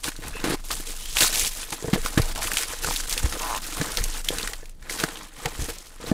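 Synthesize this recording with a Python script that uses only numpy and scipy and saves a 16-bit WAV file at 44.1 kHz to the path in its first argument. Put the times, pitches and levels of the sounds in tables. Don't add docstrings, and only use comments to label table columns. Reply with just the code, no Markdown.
import sys
import numpy as np
from scipy import signal
from scipy.fft import rfft, irfft, next_fast_len
from scipy.io import wavfile
from scipy.ndimage import uniform_filter1d

SR = 44100
rng = np.random.default_rng(int(sys.argv[2]) if len(sys.argv) > 2 else 0)


def inscribe(sig):
    pcm = np.round(np.clip(np.atleast_2d(sig).T, -1, 1) * 32767)
    wavfile.write(sys.argv[1], SR, pcm.astype(np.int16))


N = 270553


def from_db(db):
    return 10 ** (np.asarray(db) / 20)


def rms_one(x):
    return x / np.sqrt(np.mean(x ** 2) + 1e-20)


def in_time(rows):
    s, *columns = np.transpose(rows)
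    return [np.interp(np.arange(N) / SR, s, column) for column in columns]


def add(out, s, sound):
    start = max(round(s * SR), 0)
    part = out[start:start + len(sound)]
    part += sound[:len(part)]


def drift(rate_hz):
    step = 40
    r = np.exp(-2 * step * np.pi * rate_hz / SR)
    noise = rng.standard_normal(N // step + 2002)
    slow = signal.lfilter([1], [1, -2 * r, r * r], noise)[2000:]
    return np.interp(np.arange(N) / step, np.arange(len(slow)), rms_one(slow))


def fade(t, t60):
    return np.exp(-np.log(1000) * t / max(t60, 1e-4))


def resonate(x, hz, width_hz):
    r = np.exp(-np.pi * width_hz / SR)
    top = np.array([1, 0, -1]) * (1 - r * r) / 2
    return signal.lfilter(top, [1, -2 * r * np.cos(2 * np.pi * hz / SR), r * r], x + 1e-18)


def colour(x, spectrum):
    size = 2 * next_fast_len(len(x))
    octave = np.log2(np.maximum(np.arange(size // 2 + 1) * SR / size, 1))
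    hz, db = np.transpose(spectrum)
    outside = np.abs(octave - np.clip(octave, np.log2(hz[0]), np.log2(hz[-1])))
    gain_db = np.interp(octave, np.log2(hz), db) - 20 * outside
    cepstrum = irfft(np.log(from_db(gain_db)))
    cepstrum[1:size // 2] *= 2
    cepstrum[size // 2 + 1:] = 0
    return irfft(rfft(x, size) * np.exp(rfft(cepstrum, size)))[:len(x)]


def friction(spectrum, per_s, spread_db, hiss_db, flutter_db, shimmer_db=4.0, even_s=0.063):
    born = rng.random(N) < per_s / SR
    sizes = from_db(spread_db * np.minimum(rng.exponential(1, N), 3))
    slips = rms_one(born * sizes * rng.choice([-1, 1], N))
    pitches = np.geomspace(spectrum[0][0], min(spectrum[-1][0], SR / 3), 16)
    dealt = rng.integers(0, len(pitches), N)
    force = slips + from_db(hiss_db) * rng.standard_normal(N)
    grains = np.zeros(N)
    for k, hz in enumerate(pitches):
        patch = resonate(force * (dealt == k), hz, 0.19 * hz)
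        grains += patch * from_db(shimmer_db * drift(30.5))
    rub = rms_one(colour(grains, spectrum)) * from_db(flutter_db * drift(131))
    return rub / np.sqrt(uniform_filter1d(rub ** 2, max(int(even_s * SR), 2)) + 1e-9)


# time in seconds, crinkle of the film in dB, rasp of the card in dB.
STEADY_PULL = [(0.0, -49.5, -61), (0.27, -48.5, -47), (0.59, -40.5, -53), (0.8, -43.5, -50),
               (1.13, -37, -51), (1.48, -35, -52.5), (1.68, -43, -47.5), (2.3, -37.5, -40),
               (2.78, -39.5, -45.5), (3.3, -37, -44.5), (4.0, -36, -41), (4.24, -38.5, -47),
               (4.5, -41, -43.5), (4.77, -66.5, -71), (4.88, -49.5, -44), (5.08, -43, -41.5),
               (5.24, -46.5, -45), (5.31, -55.5, -56.5), (5.42, -43.5, -42), (5.69, -43, -47),
               (5.88, -51, -56), (6.13, -59, -52)]
DRONE_RE_RASP_DB = -4.5
# start in seconds, end in seconds.
SLACK_MOMENTS = [(0.557, 0.64), (2.328, 2.35), (3.063, 3.07), (3.587, 3.619), (4.216, 4.244)]
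SLACK_DB, SLACK_EASE_S = -11, 0.0018


def effort():
    film_db, card_db = in_time(STEADY_PULL)
    steady = from_db([film_db, card_db, card_db + DRONE_RE_RASP_DB])
    t = np.arange(N) / SR
    slack = np.zeros(N)
    for start, end in SLACK_MOMENTS:
        slack += np.clip(np.minimum(t - start, end - t) / SLACK_EASE_S, 0, 1)
    return 10 * np.log10(steady ** 2 + tugs()) + SLACK_DB * slack


# pitch in Hz, relative filter gain in dB.
FILM_COLOUR = [(1200, -13.5), (2000, -2.5), (2800, 0.5), (4000, 1), (7500, 3.5), (10000, 1.5), (13000, -4),
               (16000, -6)]
CARD_COLOUR = [(400, -15), (600, 2), (900, 3.5), (1300, 5), (1800, 3.5), (2700, -2), (4000, -2.5),
               (7000, -22)]
PANEL_COLOUR = [(50, 3.5), (90, -7), (140, -9), (215, -1.5), (320, -2), (390, -6.5), (460, 2.5),
                (600, -15.5), (900, -10.5)]


def rubbing():
    crinkle_db, rasp_db, drone_db = effort()
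    film = friction(FILM_COLOUR, per_s=1200, spread_db=1.0, hiss_db=5.5, flutter_db=2.5, shimmer_db=2.5)
    card = friction(CARD_COLOUR, per_s=350, spread_db=3.0, hiss_db=7.0, flutter_db=3.0)
    panels = friction(PANEL_COLOUR, per_s=460, spread_db=2.5, hiss_db=-3.0, flutter_db=4.0)
    return from_db(crinkle_db) * film + from_db(rasp_db) * card + from_db(drone_db) * panels


# time in seconds, rumble in dB.
SWAY_LEVELS = [(0.0, -44), (0.26, -34.5), (1.45, -33), (1.93, -51), (1.98, -23), (2.15, -37.5), (2.22, -24),
               (2.66, -42), (2.9, -31), (3.96, -38.5), (4.01, -20), (4.13, -30.5), (5.34, -46.5),
               (5.63, -33), (5.84, -48.5), (6.13, -37)]
# pitch in Hz, relative filter gain in dB.
RUMBLE_COLOUR = [(25, 8), (35, -12), (50, -17.5), (80, -24.5), (300, -39)]


def rumble():
    sway_db, = in_time(SWAY_LEVELS)
    air = colour(rng.standard_normal(N), RUMBLE_COLOUR)
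    even_air = air / np.sqrt(uniform_filter1d(air ** 2, SR // 10) + 1e-12)
    return from_db(sway_db) * even_air


# pitch in Hz, relative filter gain in dB.
AMBIENCE_COLOUR = [(60, -7), (700, -12), (8000, -68), (16000, -46)]
AMBIENCE_DB = -64


def ambience():
    return from_db(AMBIENCE_DB) * rms_one(colour(rng.standard_normal(N), AMBIENCE_COLOUR))


ROOM_T60_S, ROOM_DB = 0.056, -14


def room(x):
    t = np.arange(SR // 2) / SR
    tail = rng.standard_normal(len(t)) * fade(t, ROOM_T60_S) * (t > .004)
    return signal.fftconvolve(x, tail / np.linalg.norm(tail))[:N]


# start in seconds, length in seconds, crinkle in dB, rasp in dB, drone of the panels in dB.
TUG_EVENTS = [(0.031, 0.061, -31.5, -35.5, -40), (0.215, 0.074, -44.5, -43, -43.5),
              (0.319, 0.29, -51, -41, -44), (0.433, 0.11, -35, -32, -38), (0.701, 0.032, -29, -36, -39.5),
              (0.725, 0.084, -37.5, -52, -51), (0.866, 0.044, -35, -49, -46),
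              (1.15, 0.1, -25.5, -33.5, -47), (1.207, 0.019, -18.5, -27, -29.5),
              (1.233, 0.045, -21.5, -31.5, -43), (1.285, 0.083, -34, -39, -46),
              (1.319, 0.155, -25.5, -40, -44), (1.552, 0.086, -37.5, -45, -51),
              (1.72, 0.014, -31, -34.5, -37), (1.834, 0.07, -71, -57, -40.5),
              (1.928, 0.024, -35, -31.5, -28), (2.039, 0.044, -34.5, -45, -42),
              (2.174, 0.015, -33, -25.5, -24), (2.41, 0.071, -31, -36.5, -44),
              (2.509, 0.05, -33.5, -42, -43), (2.559, 0.076, -28.5, -37.5, -49),
              (2.677, 0.061, -37, -38.5, -43.5), (2.82, 0.099, -31, -41, -37.5),
              (2.907, 0.1, -31.5, -43, -68), (3.087, 0.054, -31.5, -40, -45),
              (3.164, 0.033, -33.5, -38.5, -43), (3.224, 0.044, -37.5, -37.5, -35),
              (3.316, 0.052, -53, -40, -35.5), (3.374, 0.23, -41.5, -38.5, -45.5),
              (3.744, 0.16, -42, -38, -40.5), (3.969, 0.02, -51, -34.5, -37.5),
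              (4.141, 0.036, -41, -41, -49), (4.291, 0.17, -38.5, -40, -42), (4.89, 0.081, -34.5, -47, -45),
              (4.983, 0.059, -32.5, -35, -39.5), (5.451, 0.015, -51, -38, -29),
              (5.586, 0.072, -37, -46.5, -42), (5.684, 0.022, -36, -40.5, -35.5), (6, 0.063, -47, -44, -38),
              (6.063, 0.044, -40, -38.5, -39)]
TUG_SWELL_SHARE, TUG_RELEASE_T60_S = 0.13, 0.077
TUG_SAG_DB_PER_S = 1


def tugs():
    power, t = np.zeros((3, N)), np.arange(SR // 2) / SR
    for s, length, *levels_db in TUG_EVENTS:
        held = np.minimum(t / (TUG_SWELL_SHARE * length), 1) * from_db(-TUG_SAG_DB_PER_S * t)
        shape = held * fade(np.maximum(t - length, 0), TUG_RELEASE_T60_S)
        for layer, db in zip(power, levels_db):
            add(layer, s, (from_db(db) * shape) ** 2)
    return power


STRAY_PER_S = 15
STRAY_OVER_CRINKLE_DB, STRAY_SPREAD_DB = 8, 3


def stray_snaps(low_hz=2200, high_hz=7500):
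    gap, size, pitch = rng.random((240, 3)).T
    s = np.cumsum(2 * gap) / STRAY_PER_S
    crinkle_db = np.interp(s * SR, np.arange(N), effort()[0])
    db = crinkle_db + STRAY_OVER_CRINKLE_DB + STRAY_SPREAD_DB * (2 * size - 1)
    hz = low_hz * (high_hz / low_hz) ** pitch
    return [row for row in zip(s, db, hz) if row[0] < N / SR]


# time in seconds when one gives, level in dB, pitch in Hz.
CREASE_SNAPS = [(0.042, -14.5, 3650), (0.1175, -29, 1620), (0.164, -29, 4540), (0.281, -21.5, 9650),
                (0.4408, -17.5, 1410), (0.7075, -22, 1290), (0.7135, -16.5, 3620), (1.1686, -7.5, 3030),
                (1.185, -9, 3100), (1.2059, -4, 4040), (1.2094, -14, 3240), (1.2198, -11, 1390),
                (1.232, -6.5, 3540), (1.356, -11.5, 5500), (1.342, -23, 7310), (1.395, -8.5, 7550),
                (1.4475, -12, 3220), (1.63, -24, 2660), (1.705, -21.5, 8900), (1.724, -21, 2190),
                (1.935, -16, 1100), (2.06, -13, 1170), (2.177, -13.5, 1830), (2.183, -19, 2160),
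                (2.218, -17, 4900), (2.288, -26, 3300), (2.358, -21, 1500), (2.377, -20.5, 7350),
                (2.421, -15.5, 2560), (2.4716, -17.5, 2590), (2.5165, -15, 1480), (2.534, -15, 10500),
                (2.5698, -8.5, 2500), (2.583, -13, 4700), (2.633, -26, 1510), (2.8449, -15, 1430),
                (2.9086, -18, 1010), (2.961, -16.5, 3570), (3.036, -22, 1900), (3.095, -15.5, 8250),
                (3.126, -12.5, 4800), (3.177, -12, 3820), (3.324, -18, 1400), (3.4187, -20, 6300),
                (3.43, -22.5, 2480), (3.548, -21, 2560), (3.576, -24, 2460), (3.8135, -14, 1130),
                (3.971, -11.5, 3680), (3.984, -22, 1840), (4.039, -11, 7000), (4.139, -27, 6300),
                (4.246, -22.5, 6170), (4.286, -8, 3300), (4.384, -15, 3500), (4.429, -18.5, 3840),
                (4.474, -12.5, 1790), (4.533, -20, 2440), (4.656, -33, 2730), (4.6944, -35, 8500),
                (4.825, -37.5, 1580), (4.896, -20.5, 1980), (4.9998, -17, 3680), (5.035, -23, 1600),
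                (5.0372, -9, 1590), (5.0867, -23, 1480), (5.171, -28, 2800), (5.457, -14, 2000),
                (5.643, -23, 10400), (5.735, -33, 7000), (5.784, -28, 7000), (5.869, -35, 4600),
                (6.1135, -25.5, 1130)]
CRACK_CYCLES = 7


def snaps(crack_db=-4.0, crumple_t60=0.015, crumple_db=-0.5,
          shiver_t60=0.027, shiver_db=-3.5, shiver_reach=2.8, give_s=.0007):
    lead = .01
    out, t = np.zeros(N), np.arange(SR // 10) / SR - lead
    build_up, after = np.exp(np.minimum(t, 0) / give_s), np.maximum(t, 0)
    for s, db, hz in CREASE_SNAPS + stray_snaps():
        crack = np.sin(2 * np.pi * hz * after) * fade(after, CRACK_CYCLES / hz)
        crumple = resonate(rng.standard_normal(len(t)) * (t > 0) * fade(after, crumple_t60), hz, 0.35 * hz)
        shiver = colour(rng.standard_normal(len(t)) * build_up * fade(after, shiver_t60), FILM_COLOUR)
        shiver = signal.lfilter([1], [1, -np.exp(-2 * np.pi * shiver_reach * hz / SR)], shiver)
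        snap = from_db(crack_db) * crack
        snap += from_db(crumple_db) * crumple / np.abs(crumple).max()
        snap += from_db(shiver_db) * shiver / np.abs(shiver).max()
        add(out, s - lead + give_s, from_db(db) * snap)
    return out


# start in seconds, peak of the flexing panel in dB, its pitch in Hz, # its decay time in seconds (60 dB), ring
# of the box in dB against the flex, before a common lift.
BOX_KNOCKS = [(0.081, -26, 278, 0.033, -34), (0.188, -36, 320, 0.029, -4), (0.8, -28, 298, 0.012, -13),
              (1.221, -19, 205, 0.014, -8.5), (1.428, -31, 69, 0.039, -29), (1.825, -29, 400, .03, -16),
              (1.843, -27, 441, 0.14, -3), (1.879, -26, 240, 0.014, -11), (1.881, -26, 445, 0.11, -2),
              (1.932, -9, 201, 0.04, -18), (1.959, -19.5, 455, 0.032, -5.5), (1.975, -23, 450, 0.059, -20),
              (2.175, -5, 210, 0.014, -21), (2.195, -11.5, 91, 0.041, -15), (2.874, -16, 1240, 0.0035, -17),
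              (2.887, -13.5, 960, 0.0016, -40), (3.241, -11.5, 57.7, 0.066, -28),
              (3.8, -23, 124, 0.037, -21), (3.812, -17, 290, 0.035, -4.5), (4.305, -17.5, 420, 0.011, -18),
              (4.325, -27.5, 517, 0.039, -20), (4.629, -38, 457, 0.022, -7),
              (5.037, -15.5, 190, 0.0044, -7.5), (5.459, -24, 766, 0.053, -6),
              (5.591, -20.5, 54, 0.064, -21), (5.618, -26, 64.4, 0.09, -10), (6.115, -7, 210, 0.026, -16.5)]
RING_LIFT_DB = 8.5
# pitch in Hz, relative level in dB, decay time in seconds (60 dB).
BOX_MODES = [(158, 8, 0.037), (211, -11, 0.11), (290, 5, 0.018), (449.6, -2.5, 0.072), (646, 1, 0.027),
             (740, -9, 0.057), (876, 1, 0.009), (1290, -3, 0.0037), (1740, -2, 0.024)]


def knocks(rise_cycles=0.35, contact_t60=0.0073):
    out, t = np.zeros(N), np.arange(SR // 4) / SR
    box = np.zeros(len(t))
    for k, (hz, db, t60) in enumerate(BOX_MODES):
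        box += (-1) ** k * from_db(db) * np.sin(2 * np.pi * hz * t) * fade(t, t60)
    for s, db, hz, t60, ring_db in BOX_KNOCKS:
        flex = np.sin(2 * np.pi * hz * t) * fade(t, t60) * (1 - np.exp(-t * hz / rise_cycles))
        contact = rng.standard_normal(len(t)) * fade(t, contact_t60)
        ring = signal.fftconvolve(contact, box)[:len(t)]
        knock = flex / np.abs(flex).max() + from_db(ring_db + RING_LIFT_DB) * ring / np.abs(ring).max()
        add(out, s, from_db(db) * knock)
    return out


# start in seconds, end in seconds, level in dB,
# first pitch in Hz, last pitch in Hz, half width of the noise band in Hz.
FILM_SQUEAKS = [(0.252, 0.29, -49, 2560, 2560, 89), (0.335, 0.405, -43, 2610, 2630, 100),
                (0.982, 1.163, -48, 2960, 3430, 260), (2.233, 2.268, -42, 740, 840, 150),
                (2.374, 2.411, -35.5, 798, 990, 191)]


def squeaks():
    out = np.zeros(N)
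    for start, end, db, first_hz, last_hz, width_hz in FILM_SQUEAKS:
        size = max(int((end - start) * SR), 2)
        phase = 2 * np.pi * np.cumsum(np.linspace(first_hz, last_hz, size)) / SR
        lowpass = signal.butter(2, width_hz, fs=SR, output="sos")
        grip = signal.sosfilt(lowpass, rng.standard_normal((2, size)))
        tone = rms_one(grip[0] * np.cos(phase) + grip[1] * np.sin(phase))
        add(out, start, from_db(db) * tone * signal.windows.tukey(size, .2))
    return out


def creak(slips, modes, jitter, uneven_db, detune):
    out, t = np.zeros(N), np.arange(SR // 20) / SR
    times, per_s, peak_db = np.transpose(slips)
    s = times[0]
    for late, strong, taut in rng.standard_normal((60, 3)):
        if s < times[-1]:
            pitch = np.exp(detune * taut)
            slip = np.zeros(len(t))
            for hz, db, width in modes:
                swell = width * t * np.exp(-np.pi * width * t)
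                slip += from_db(db) * swell * np.sin(2 * np.pi * hz * pitch * t)
            slip_db = np.interp(s, times, peak_db) + uneven_db * strong
            add(out, s, from_db(slip_db) * slip / np.abs(slip).max())
        s += np.exp(jitter * late) / np.interp(s, times, per_s)
    return out


# time in seconds, typical slips per second, typical peak in dB.
FACE_STICK_SLIPS = [(0.441, 85, -20), (0.556, 85, -17.5)]
EDGE_STICK_SLIPS = [(3.405, 148.4, -30), (3.44, 172.8, -25), (3.48, 160, -25.5), (3.506, 115.2, -19.5),
                    (3.574, 87.4, -21)]
# typical pitch in Hz, relative level in dB, damping width in Hz.
FACE_RINGING = [(290, 3, 240), (706, -9, 170), (1400, -33, 200)]
EDGE_RINGING = [(995, 0, 420)]


def creaks():
    groan = creak(FACE_STICK_SLIPS, FACE_RINGING, jitter=0.28, uneven_db=2.5, detune=0.13)
    edge = creak(EDGE_STICK_SLIPS, EDGE_RINGING, jitter=0.054, uneven_db=1.3, detune=0.031)
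    return groan + edge


def scene():
    handling = rubbing() + snaps() + knocks() + creaks() + squeaks()
    quiet_room = ambience()
    return (handling + from_db(ROOM_DB) * room(handling) + rumble() + quiet_room)[None]


CUTOFF_HZ = 16300


def record(dry):
    rounded = dry / (1 + (dry / .5) ** 6) ** (1 / 6)
    top_cut = signal.cheby2(12, 45, CUTOFF_HZ, fs=SR, output="sos")
    return signal.sosfiltfilt(top_cut, rounded)


dry = scene()
out = record(dry)
inscribe(out)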